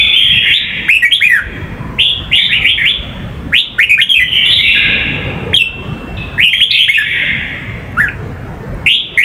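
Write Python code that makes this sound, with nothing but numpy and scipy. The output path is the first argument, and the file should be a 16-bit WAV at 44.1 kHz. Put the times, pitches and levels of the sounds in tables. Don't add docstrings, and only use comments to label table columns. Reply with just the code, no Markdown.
import sys
import numpy as np
from scipy import signal
from scipy.fft import rfft
from scipy.io import wavfile
from scipy.ndimage import uniform_filter1d, minimum_filter1d

SR = 44100
rng = np.random.default_rng(int(sys.argv[2]) if len(sys.argv) > 2 else 0)


def wrap_up_sound(samples):
    columns = np.atleast_2d(samples).T
    tamed = np.clip(columns, -1, 1)
    steps = np.round(tamed * 32767).astype(np.int16)
    wavfile.write(sys.argv[1], SR, steps)


N = 407484

# start in seconds,
# length in seconds, top pitch in Hz, rise time in seconds, base level in dB, base trill depth in Hz.
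FAR_SCOOP_NOTES = [ (-.13, 0.19, 3516, .03, 1.6, 37.8), (.108, .167, 3313, .032, 6.6, 60), ]
NEIGHBOUR_SCOOP_NOTES = [ (0.508, 0.067, 3777, 0.023, 11.9, 222), (1.982, 0.13, 3264, .013, 4.5, 399),
                         (2.313, 0.16, 3500, .026, 6.3, 324), (2.504, 0.059, 2970, 0.027, 3.8, 325),
                         (2.645, .07, 3396, 0.031, 9.9, 406), (2.85, .054, 3610, .02, 11.1, 60), ]
CAGED_SCOOP_NOTES = [ (0.883, 0.093, 2682, .013, 16.5, 133), (1.115, 0.031, 3270, .004, 18.5, 9.8),
                     (1.204, 0.074, 2503, 0.018, 14.5, 81), (3.52, 0.09, 3896, 0.048, 14.5, 500),
                     (3.782, 0.058, 2550, 0.023, 13.5, 220), (6.602, 0.041, 3426, .011, 18.5, 62),
                     (6.879, .055, 2220, 0.0076, 15.5, 13), ]
# start in seconds, length in seconds,
# first pitch in Hz, last pitch in Hz, base level in dB, base trill depth in Hz.
FAR_SLUR_NOTES = [ (-.1, .17, 2496, 2352, -2.5, 201.5), (.17, 0.21, 2126, 1950, -10, 129),
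                  (0.309, 0.085, 2666, 2814, 2, 219), (.42, .1, 1914, 2434, 3, 281),
                  (1.782, 0.064, 1044, 964, -20, 26), (4.21, 0.083, 3015, 3254, 3, 130),
                  (4.311, 0.067, 2913, 3130, 7.5, 196), (4.33, 0.1, 2268, 2050, -3.5, 189.5),
                  (4.452, .058, 3450, 3430, 8.5, 44.5), (4.505, .105, 3640, 3456, 4.5, 337),
                  (4.58, 0.051, 2178, 2274, 5.5, 133.5), (4.621, 0.13, 2702, 2615, 3.5, 232),
                  (4.746, 0.033, 1740, 1596, -1, 87), (6.169, 0.011, 3750, 1830, -9, -3),
                  (6.174, 0.024, 2566, 2580, -10, -11), (6.489, 0.11, 3187, 3315, 9.5, 55.5),
                  (6.697, 0.084, 2445, 2710, 8.5, 347.5), (6.84, 0.12, 3240, 3347, 1, 421.5),
                  (7.02, .16, 2173, 1790, 0, 260.5), ]
NEIGHBOUR_SLUR_NOTES = [ (2.371, 0.064, 2252, 2120, 1, 213), (2.49, 0.0339, 1688, 2170, -6, 122),
                        (2.61, 0.071, 2310, 2174, -4, 200), (2.775, .075, 2122, 1908, -0.5, 275),
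                        (8.861, .034, 2360, 2910, 14, 323), (8.893, .065, 3050, 3550, 16.5, 416), ]
CAGED_SLUR_NOTES = [ (1.021, 0.031, 1910, 1936, 13, -1), (1.044, 0.028, 2300, 2232, 16, 24),
                    (1.11, 0.01, 3120, 2300, 7, 0), (1.146, 0.03, 3600, 3290, 15, 117),
                    (1.278, 0.12, 2046, 1432, 14, 14), (3.829, 0.021, 2700, 2810, 14, 168),
                    (3.893, 0.06, 2463, 2426, 15.5, 150), (3.976, .034, 1470, 2576, 16.5, 127),
                    (4.014, 0.021, 3117, 3230, 17.5, 291), (4.091, 0.058, 3280, 3188, 16, 74),
                    (4.142, 0.057, 2626, 2485, 15.5, 161), (4.194, 0.043, 2046, 1980, 13.5, 23),
                    (5.529, 0.0084, 1470, 2890, 4.5, 16), (5.54, 0.029, 3210, 3175, 13, 11),
                    (5.562, 0.03, 3540, 2727, 16, 175), (5.592, 0.037, 2720, 2650, 17, 7),
                    (6.378, .06, 1775, 3160, 10, 296), (6.437, 0.058, 2827, 2650, 16.5, 225),
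                    (6.53, 0.014, 2160, 2310, 14.5, 170), (6.706, .012, 3390, 3920, 15.5, 250),
                    (6.712, 0.012, 4370, 3900, 5.5, 30), (6.726, 0.0716, 3514, 3250, 7, 333),
                    (6.789, 0.061, 3078, 3343, 15.5, 149), (6.938, 0.0364, 2544, 2715, 15, 168),
                    (6.972, 0.052, 1792, 1688, 12.5, 22), (7.968, 0.051, 1260, 2066, 6, 9),
                    (7.996, 0.087, 1841, 1397, 0, 7), (8.083, .009, 2700, 1720, 0.5, -7),
                    (9.174, 0.048, 2010, 2346, 17, 185), (9.227, 0.021, 2520, 3060, 16, 200), ]
# frequency in Hz, base level in dB compared with the whistle.
OVERTONE_LEVELS = [(2700, -15), (4200, -42), (7000, -35.5), (8500, -39), (9900, -28), (11200, -32),
                   (14000, -37.5), (16000, -46.5)]
# delay in seconds, level in dB compared with the direct sound.
FIRST_BOUNCES = [(.0023, -44), (.0061, -11.5)]
# frequency in Hz, seconds to fade by 60 dB.
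PORCH_ECHO_TIMES = [(1500, 0.25), (3200, 0.3), (12000, 0.13)]
HALL_ECHO_TIMES = [(1500, 1.57), (2500, 1.68), (3600, 1.26), (7000, 0.47), (14000, 0.53)]
# frequency in Hz, relative level in dB.
TRAFFIC_COLOUR = [(24, -4.5), (42, 3), (140, 1.5), (250, -4), (330, -10), (500, -11.5), (750, -16.5),
                  (1300, -17.5), (2000, -20.5), (3200, -34), (5000, -41.5), (8500, -44.5), (11000, -52),
                  (16000, -44.5)]
# time in seconds, base level in dB.
TRAFFIC_SWELL = [(0, -27.5), (1.8, -24), (3.3, -23), (4.6, -23.5), (5.4, -17), (6.2, -23), (7.4, -26.5),
                 (8.3, -23.5), (9.2, -20.5)]
# time in seconds, base level in dB, ringing pitch in Hz.
CLAW_TICKS = [(7.922, -48, 11450), (8.745, -47, 10300)]

FAR_REST_HZ, NEIGHBOUR_REST_HZ, CAGED_REST_HZ = 2120, 1950, 1344
EFFORT_DB_PER_OCTAVE = 15.5
FADE_DB, FLUTTER_DB = 7, 2
TRILL_PER_S, TRILL_PER_S_PER_HZ = 90, .085
TRILL_OPENING, PULSING = 1.52, .65
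EVEN_DB = -1
FULL_VOICE_DB, PURITY = 10, 0.39


def amp(db):
    return 10 ** (np.asarray(db) / 20)


def unit(x):
    return x / np.sqrt(np.mean(x ** 2) + 1e-20)


def look_up(table, hz):
    row_hz, values = np.transpose(table)
    return np.interp(np.log(hz + 1), np.log(row_hz), values)


def add(mix, start_s, sound):
    part = mix[max(round(start_s * SR), 0):][:len(sound)]
    part += sound[:len(part)]


def wander(t, samples):
    return unit(uniform_filter1d(uniform_filter1d(rng.standard_normal(len(t)), samples), samples))


def scoop(rest_hz, start, length, top_hz, rise_s, level_db, depth_hz, bend=1.1):
    t = np.arange(0, length, 1 / SR)
    pitch = top_hz + (rest_hz - top_hz) * np.exp(-(t / rise_s) ** bend)
    return start, pitch, level_db, depth_hz


def slur(start, length, from_hz, to_hz, level_db, depth_hz, bend=1.5, sharp=0.078, flick_s=0.0026):
    t = np.arange(0, length, 1 / SR)
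    slide = from_hz + (to_hz - from_hz) * (t / length) ** bend
    flick = 1 + sharp * np.exp(-t / flick_s)
    return start, slide * flick, level_db, depth_hz


def whistle(pitch, level_db, depth_hz, jitter=0.0053, sag=.42, flicker_db=4, rasp_db=-54,
            attack_s=0.0031, release_s=0.0015):
    t = np.arange(len(pitch)) / SR
    height = np.minimum(pitch / np.percentile(pitch, 90), 1)
    db = level_db + EFFORT_DB_PER_OCTAVE * np.log2(height) - FADE_DB * (t / t[-1]) ** 2
    db += FLUTTER_DB * wander(t, samples=90)
    depth = depth_hz * height ** TRILL_OPENING
    trill_rate = (TRILL_PER_S + TRILL_PER_S_PER_HZ * depth_hz) * (1 + 0.11 * wander(t, samples=400))
    trill = np.sin(2 * np.pi * np.cumsum(trill_rate) / SR)
    hz = pitch * (1 + jitter * wander(t, samples=100))
    hz += depth * (trill - sag)
    phase = 2 * np.pi * np.cumsum(hz) / SR
    tone = np.sin(phase) + amp(rasp_db) * rng.standard_normal(len(t))
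    for k in range(2, 9):
        overtone_db = look_up(OVERTONE_LEVELS, k * abs(hz)) + EVEN_DB * (k % 2 == 0)
        overtone_db += PURITY * (db - FULL_VOICE_DB)
        overtone_db += flicker_db * wander(t, samples=150)
        tone += amp(overtone_db) * (k * hz < SR / 2) * np.sin(k * phase)
    throb = 1 + PULSING * np.tanh(depth / 300) * trill
    fade = np.clip(np.minimum(t / attack_s, (t[-1] - t) / release_s), 0, 1)
    return amp(db) * throb * np.sin(fade * np.pi / 2) ** 2 * tone


def birdsong(rest_hz, scoops, slurs, swell_db, swell_share):
    notes = [scoop(rest_hz, *row) for row in scoops] + [slur(*row) for row in slurs]
    song = np.zeros(SR + N)
    for start, pitch, level_db, depth_hz in notes:
        progress = np.linspace(0, 1, len(pitch))
        swell = amp(-swell_db * np.exp(-progress / swell_share))
        add(song, start + 1, whistle(pitch, level_db, depth_hz) * swell)
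    return song


def echo(echo_times, rise_s):
    hz, t, bands = signal.stft(rng.standard_normal(2 * SR), SR, nperseg=256)
    decay = amp(-60 * t / look_up(echo_times, hz)[:, None])
    build_up = 1 - np.exp(-t / rise_s)
    tail = signal.istft(bands * decay * build_up, SR, nperseg=256)[1]
    song_band = abs(rfft(tail, SR))[1500:4000]
    return tail / np.sqrt(np.mean(song_band ** 2))


def through_hall(song, direct_db, porch_db, hall_db, bright_db, beam_db=-3):
    low = signal.sosfiltfilt(signal.butter(6, 4800, fs=SR, output="sos"), song)
    high = song - low
    direct = low + amp(beam_db) * high
    near = direct.copy()
    for delay_s, db in FIRST_BOUNCES:
        add(near, delay_s, amp(db) * direct)
    porch = amp(porch_db) * echo(PORCH_ECHO_TIMES, rise_s=0.00033)
    hall = amp(hall_db) * echo(HALL_ECHO_TIMES, rise_s=0.0031)
    echoes = signal.fftconvolve(low + amp(bright_db) * high, porch + hall)[:len(song)]
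    return (amp(direct_db) * near + echoes)[SR:]


def traffic(patchy_db=3.0, base_db=-25.5, bass_hz=60, rumble_hz=1500):
    hz, t, bands = signal.stft(rng.standard_normal(N), SR, nperseg=2048, noverlap=1536)
    hz = hz[:, None]
    speckle = rng.standard_normal(bands.shape)
    patches = unit(uniform_filter1d(uniform_filter1d(speckle, 5, axis=0), 9, axis=1))
    rumble_share = hz ** 2 / (hz ** 2 + bass_hz ** 2) / (1 + (hz / rumble_hz) ** 2)
    swell_db = (np.interp(t, *np.transpose(TRAFFIC_SWELL)) - base_db) * rumble_share
    colour = unit(amp(look_up(TRAFFIC_COLOUR, hz)))
    bands *= colour * amp(base_db + swell_db + patchy_db * patches)
    return signal.istft(bands, SR, nperseg=2048, noverlap=1536)[1][:N]


def claws(length_s=0.0089, width_hz=1500):
    ticks, t = np.zeros(N), np.arange(0, length_s, 1 / SR)
    for middle_s, db, hz in CLAW_TICKS:
        ring = t * np.exp(-np.pi * width_hz * t) * np.sin(2 * np.pi * hz * t)
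        scratch = unit(signal.fftconvolve(rng.standard_normal(len(t)), ring)[:len(t)])
        add(ticks, middle_s - length_s / 2, amp(db) * scratch * np.hanning(len(t)))
    return ticks


def limiter(sound, ceiling_db, recovery_db_per_s):
    over_db = np.maximum(20 * np.log10(abs(sound) + 1e-9) - ceiling_db, 0)
    recovery_db = np.arange(N) * recovery_db_per_s / SR
    cut_db = np.maximum.accumulate(over_db + recovery_db) - recovery_db
    return sound * amp(uniform_filter1d(minimum_filter1d(-cut_db, size=41), size=41))


def scene():
    caged = birdsong(CAGED_REST_HZ, CAGED_SCOOP_NOTES, CAGED_SLUR_NOTES, swell_db=11.5, swell_share=0.18)
    neighbour = birdsong(NEIGHBOUR_REST_HZ, NEIGHBOUR_SCOOP_NOTES, NEIGHBOUR_SLUR_NOTES,
                         swell_db=3.5, swell_share=0.055)
    far = birdsong(FAR_REST_HZ, FAR_SCOOP_NOTES, FAR_SLUR_NOTES, swell_db=6.5, swell_share=0.15)
    birds = (through_hall(caged, direct_db=-4.5, porch_db=-9.5, hall_db=-28, bright_db=1)
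             + through_hall(neighbour, direct_db=-9, porch_db=-4.0, hall_db=-23, bright_db=-2.5)
             + through_hall(far, direct_db=-12.5, porch_db=-16, hall_db=-3, bright_db=0.5))
    return (birds + traffic() + claws())[None]


def record(dry):
    lowest_hz, highest_hz = 34, 15700
    heard = signal.sosfilt(signal.butter(4, lowest_hz, "high", fs=SR, output="sos"), dry[0])
    levelled = limiter(heard, ceiling_db=0.55, recovery_db_per_s=50.5)
    limited = limiter(levelled, ceiling_db=0.4, recovery_db_per_s=598.5)
    treble_cut = signal.firwin(301, highest_hz, window=("kaiser", 7), fs=SR)
    return signal.oaconvolve(np.clip(limited, -1, 1), treble_cut, "same")[None]


dry = scene()
out = record(dry)
wrap_up_sound(out)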